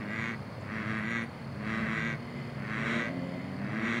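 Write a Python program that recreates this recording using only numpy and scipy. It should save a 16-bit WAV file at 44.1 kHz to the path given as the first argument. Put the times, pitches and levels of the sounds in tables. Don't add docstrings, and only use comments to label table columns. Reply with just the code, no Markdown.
import sys
import numpy as np
from scipy import signal
from scipy.fft import rfft, irfft
from scipy.io import wavfile
from scipy.ndimage import uniform_filter1d

SR = 44100
rng = np.random.default_rng(int(sys.argv[2]) if len(sys.argv) > 2 else 0)


def file_out(sig):
    cols = np.atleast_2d(sig).T
    lim = np.clip(cols, -1, 1)
    pcm = np.round(lim * 32767).astype(np.int16)
    wavfile.write(sys.argv[1], SR, pcm)


N = 176400

# climax, swell and fade in seconds,
# top pitch in Hz, rasp and boom in dB, roughness from 0 to 1, edge of the overtones in dB.
NEAR_CROAKS = [(0.251, 0.13, 0.11, 114.2, -36.5, -41, 0.33, 1),
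               (1.15, 0.096, .112, 116.7, -36, -39.5, 0.33, 3.5),
               (2.06, 0.13, 0.11, 113.8, -36.5, -39, .22, 3.5),
               (2.989, .125, 0.13, 113.9, -36.5, -44, 0.4, 3),
               (3.91, .08, 0.157, 111.6, -37.5, -53, .35, 6)]
NEIGHBOUR_CROAKS = [(-.03, .12, 0.11, 106.9, -44.5, -43.5, 0.35, -8),
                    (.8, 0.099, 0.057, 110, -40.5, -42, 0.42, -6),
                    (.93, 0.09, 0.13, 109.1, -38.5, -39, 0.29, -4),
                    (1.741, 0.086, .14, 112.7, -38.5, -38, 0.4, -2),
                    (1.93, .1, 0.1, 112, -39, -42, 0.41, -2.5),
                    (2.831, .15, 0.143, 111.8, -38, -42.5, .35, -3),
                    (2.938, .1, 0.1044, 116.4, -39, -37, .35, 3.5),
                    (3.8, .15, 0.16, 109, -42, -44.5, 0.38, -5),
                    (3.961, .1, 0.25, 120.1, -40, -35.5, 0.42, 1)]
FAR_CROAKS = [(1.331, .12, .15, 117.3, -62.5, -52.5, 0.64, -14),
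              (2.38, .17, 0.24, 119.7, -55.5, -47, .7, 2), (3.26, 0.21, 0.34, 117.6, -54.5, -61, .7, 0)]
# centre and width in Hz, relative level in dB.
NEAR_THROAT = [(1085, 106, -8.5), (1280, 210, -7.5), (1609, 122, 0), (1972, 132, 2), (2210, 265, -4),
               (2790, 50, -11)]
NEIGHBOUR_THROAT = [(1216, 290, -8), (1325, 125, -4.5), (1526, 57, -9), (1697, 185, -4.5),
                    (1997, 220, -3.5), (2200, 280, -10.5), (2614, 113, -11.5)]
FAR_THROAT = [(1250, 540, -19), (2006, 300, 2), (2300, 190, -18), (3120, 420, -10)]
NEAR_OVERTONES = [(3207, 116, 4.5), (3634, 240, 5), (3986, 180, 1.5), (5770, 220, -4), (6480, 1800, -15),
                  (8900, 1300, -25)]
CHORUS_OVERTONES = [(3286, 280, 7), (3650, 820, -1), (3900, 190, 6.5), (6200, 3600, -11), (7900, 470, -68)]
VOCAL_SAC = [(215.8, 69.3, 0.5), (357, 73, -11.5), (455, 100, -19.5), (620, 67, -16)]
# centre at the climax in Hz, fall in Hz per second, width in Hz, gain in dB.
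NEAR_WHISTLE, NEIGHBOUR_WHISTLE = (6489, 3998, 603, -31), (5550, 3000, 248, -32.5)
FAR_WHISTLE = (7046, 298, 254, -31.5)
# strokes per second, start pitch and fall in Hz, stroke length in
# seconds, level in dB, start and end of a rest in seconds.
INSECTS = [(39.9, 5130, 430, 0.0096, -69.5, 0.975, 1.31), (38.14, 4700, 440, .016, -67.5, 0, 0),
           (39.6, 4550, 420, 0.016, -67.5, 0, 0)]
# time in seconds, engine rate in Hz, level in dB, throttle gain on the upper
# orders and exhaust in dB, gain of the lowest order in dB.
CAR_DRIVE = [(0, 105.8, -46, -14, -7), (.6, 99.2, -57, -15, 9.5), (1.1, 92, -56, -17, 1),
             (1.598, 84.2, -61, -28, 8), (2.051, 77, -43, -7.5, -12), (2.448, 70.5, -47.5, -10, -25),
             (2.8, 67.16, -38.5, -5, -20), (2.979, 76.25, -47, 8.5, -11), (3.12, 88.74, -41, 4.5, -13),
             (3.348, 89.3, -40, 0, -17), (3.522, 94.74, -43, 0.5, -12), (3.749, 104.7, -43.5, 1, -7),
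             (4, 111, -44, -3, -5)]
# multiple of the engine rate, relative level in dB.
UPPER_ORDERS = [(3, -8), (4, -16.5), (5, -21), (6, -13.5), (7, -14.5), (8, -18.5)]
# centre and width in Hz, relative level in dB.
EXHAUST = [(600, 122, -18), (250, 27, -5)]
# frequency in Hz, level in dB.
MOTOR_TONES = [(116, -51.5), (135.5, -49.5)]
# frequency in Hz, relative density in dB.
AIR_SPECTRUM = [(25, -54), (55, -16), (90, -9.5), (140, -1.5), (200, -4), (250, -6), (300, -14), (420, -14),
                (580, -12.5), (800, -17.5), (1100, -17.5), (1500, -22), (2100, -22.5), (2800, -31),
                (3300, -34.5), (3800, -36), (5600, -43.5), (8000, -49.5), (10200, -46.5), (12000, -56),
                (15500, -52)]
# peak time and half-width in seconds, level in dB.
TICKS = [(0.613, 0.013, -69), (1.56, 0.0044, -74), (2.708, 0.0054, -75)]
# centre and width in Hz, relative level in dB.
TICK_RING = [(7160, 920, 0)]
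# start and length in seconds, start and end pitch in Hz, level in dB.
SQUEAKS = [(0.973, .035, 9670, 10000, -66), (1.007, .04, 9700, 9550, -71), (1.095, .025, 9600, 10200, -65),
           (1.216, .045, 10200, 9350, -64)]

PITCH_RISE_HZ, PITCH_DROP_HZ = 12, 5.57
SWELL_SHAPE, FADE_SHAPE, BOOM_GROWTH, BRIGHT_GROWTH = 2.4, 2.76, 0.41, 0.6
JITTER, SHIMMER_DB, WAVER = 0.03496, 2.5, .008
REBOUND_S, REBOUND_GAIN, VOICE_TOP_HZ = 0.002708, 0.46, 9300
BANK_T60_S, TREES_T60_S, TREES_DB = 0.091, 0.33, -4
INSECT_OCTAVE_DB, EXHAUST_DB, AIR_DB = -19, -5.5, -42.5
RECORDER_TOP_HZ = 15750


def undb(db):
    return 10 ** (np.asarray(db) / 20)


def unit(x):
    return x / (x.std() + 1e-12)


def walk(rate):
    hold = max(int(SR / rate), 2)
    steps = np.repeat(rng.standard_normal(2000)[:N // hold + 1], hold)
    return unit(uniform_filter1d(uniform_filter1d(steps, hold), hold)[:N])


def ring(x, modes, size=8192):
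    f = np.arange(size // 2 + 1) * SR / size + 1e-3
    power = sum(undb(db) ** 2 / (1 + ((f * f - hz * hz) / (f * width * np.sqrt(2))) ** 2) ** 2
                for hz, width, db in modes)
    cepstrum = irfft(np.log(power + 1e-9) / 2)
    cepstrum[1:size // 2] *= 2
    cepstrum[size // 2 + 1:] = 0
    response = irfft(np.exp(rfft(cepstrum)))
    return signal.fftconvolve(x, response / np.linalg.norm(response))[:N]


def vocal_pulses(hz, rough):
    cycles = np.cumsum(hz * (1 + JITTER * rough * walk(160) + WAVER * walk(35))) / SR
    at = np.interp(np.arange(1, int(cycles[-1])), cycles, np.arange(N))
    strength = undb(SHIMMER_DB * rough * rng.standard_normal(1000)[:len(at)])
    taps = at.astype(int)[:, None] + np.arange(-6, 7)
    clicks = np.zeros(N)
    np.add.at(clicks, np.clip(taps, 0, N - 1), strength[:, None] * np.sinc(taps - at[:, None]))
    puffs = np.exp(-(cycles % 1) / 1.04) * rng.standard_normal(N)
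    return unit(clicks), rough * unit(puffs)


def sinking_whistle(x, from_climax, hz, fall, width, db):
    centre_hz = hz - fall * np.clip(from_climax, -.16, .16)
    carrier = np.exp(2j * np.pi * np.cumsum(centre_hz) / SR)
    pole = np.exp(-np.pi * width / SR)
    rung = signal.lfilter([1], np.poly([pole, pole]), x / carrier)
    keep_power = np.sqrt(2 * (1 - pole ** 2) ** 3 / (1 + pole ** 2))
    return undb(db) * keep_power * (rung * carrier).real


def pond_echo(x, wet_db):
    t = np.arange(SR) / SR
    bank, trees = (rng.standard_normal(SR) * np.exp(-np.log(1000) * t / t60) * (t > .002)
                   for t60 in (BANK_T60_S, TREES_T60_S))
    response = bank / np.linalg.norm(bank) + undb(TREES_DB) * trees / np.linalg.norm(trees)
    return (x + undb(wet_db) * signal.fftconvolve(x, response)[:N]) / np.hypot(1, undb(wet_db))


def bullfrogs(t, croaks, throat, overtones, whistle, bright_db, echo_db):
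    rasp, bright, boom, whistling = np.zeros((4, N))
    for climax, swell, fade, top_hz, rasp_db, boom_db, rough, edge_db in croaks:
        rise = np.exp(-np.maximum((climax - t) / swell, 0) ** SWELL_SHAPE / 2)
        release = np.clip((t - climax) / fade, 0, 1)
        effort = rise * (1 - release ** FADE_SHAPE)
        hz = top_hz - PITCH_RISE_HZ * (1 - rise) - PITCH_DROP_HZ * release ** 2
        clicks, puffs = vocal_pulses(hz, rough)
        rebound = np.interp(t - REBOUND_S * (1 + .07 * walk(60)), t, clicks)
        drive = (clicks + REBOUND_GAIN * rebound + puffs) * effort * undb(rasp_db)
        bright_drive = drive * effort ** BRIGHT_GROWTH
        rasp += drive
        bright += bright_drive * undb(edge_db)
        boom += clicks * effort ** BOOM_GROWTH * undb(boom_db)
        calling = effort > .001
        whistling[calling] += sinking_whistle(bright_drive[calling], t[calling] - climax, *whistle)
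    voice = ring(rasp, throat) + undb(bright_db) * ring(bright, overtones) + whistling
    voice = signal.sosfilt(signal.butter(5, VOICE_TOP_HZ, fs=SR, output="sos"), voice)
    return pond_echo(voice, echo_db) + ring(boom, VOCAL_SAC)


def insects(t):
    trills = 0
    for rate, start_hz, fall_hz, length, db, rest_from, rest_to in INSECTS:
        cycles = np.cumsum(rate * (1 + 0.013 * walk(5))) / SR
        stroke = np.clip(cycles % 1 / rate / length, 0, 1)
        phase = 2 * np.pi * np.cumsum(start_hz - fall_hz * stroke + 45 * walk(400)) / SR
        chirp = np.sin(phase) + undb(INSECT_OCTAVE_DB) * np.sin(2 * phase)
        singing = uniform_filter1d(1. * ((t <= rest_from) | (t >= rest_to)), size=400)
        trills += undb(db) * singing * unit(chirp * np.sin(np.pi * stroke) * undb(1.7 * walk(30.5)))
    return pond_echo(trills, wet_db=-7)


def far_tone(hz, flutter_db):
    phase = 2 * np.pi * np.cumsum(hz * np.ones(N)) / SR + 0.24 * walk(12)
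    return np.sqrt(2) * np.sin(phase) * undb(flutter_db * walk(14))


def distant_car(t):
    when, *columns = np.array(CAR_DRIVE).T
    hz, db, throttle_db, lowest_db = (np.interp(t, when, column) for column in columns)
    low = undb(lowest_db) * far_tone(hz, flutter_db=2) + far_tone(2 * hz, flutter_db=3)
    upper = sum(undb(order_db) * far_tone(order * hz, flutter_db=3) for order, order_db in UPPER_ORDERS)
    exhaust = undb(EXHAUST_DB) * ring(rng.standard_normal(N), EXHAUST)
    return undb(db) * (low + undb(throttle_db) * (upper + exhaust))


def motor_hum():
    return sum(undb(db) * far_tone(hz, flutter_db=3.5) for hz, db in MOTOR_TONES)


def night_air():
    hz, db = np.array(AIR_SPECTRUM).T
    f = np.arange(N // 2 + 1) * SR / N
    gain = undb(np.interp(np.log(f + 1), np.log(hz), db))
    noise = unit(irfft(rfft(rng.standard_normal(N)) * gain, N))
    return undb(AIR_DB) * noise * undb(0.23 * walk(5.26))


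def wet_ticks(t):
    bursts = sum(undb(db) * np.exp(-((t - at) / half_width) ** 2) for at, half_width, db in TICKS)
    return ring(rng.standard_normal(N) * bursts, TICK_RING)


def squeaks(t):
    glides = 0
    for start, length, from_hz, to_hz, db in SQUEAKS:
        progress = np.clip((t - start) / length, 0, 1)
        hz = from_hz + (to_hz - from_hz) * progress + 90 * walk(270)
        glides += undb(db) * np.sin(np.pi * progress) * np.sin(2 * np.pi * np.cumsum(hz) / SR)
    return glides


def scene():
    t = np.arange(N) / SR
    near = bullfrogs(t, NEAR_CROAKS, NEAR_THROAT, NEAR_OVERTONES, NEAR_WHISTLE,
                     bright_db=-20.5, echo_db=-12.5)
    neighbours = bullfrogs(t, NEIGHBOUR_CROAKS, NEIGHBOUR_THROAT, CHORUS_OVERTONES, NEIGHBOUR_WHISTLE,
                           bright_db=-15, echo_db=-6.5)
    far = bullfrogs(t, FAR_CROAKS, FAR_THROAT, CHORUS_OVERTONES, FAR_WHISTLE, bright_db=-21, echo_db=9.5)
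    pond = near + neighbours + far + insects(t) + squeaks(t) + wet_ticks(t)
    return (pond + distant_car(t) + motor_hum() + night_air())[None]


def record(dry):
    return signal.sosfilt(signal.ellip(10, .2, 70, RECORDER_TOP_HZ, fs=SR, output="sos"), dry)


dry = scene()
out = record(dry)
file_out(out)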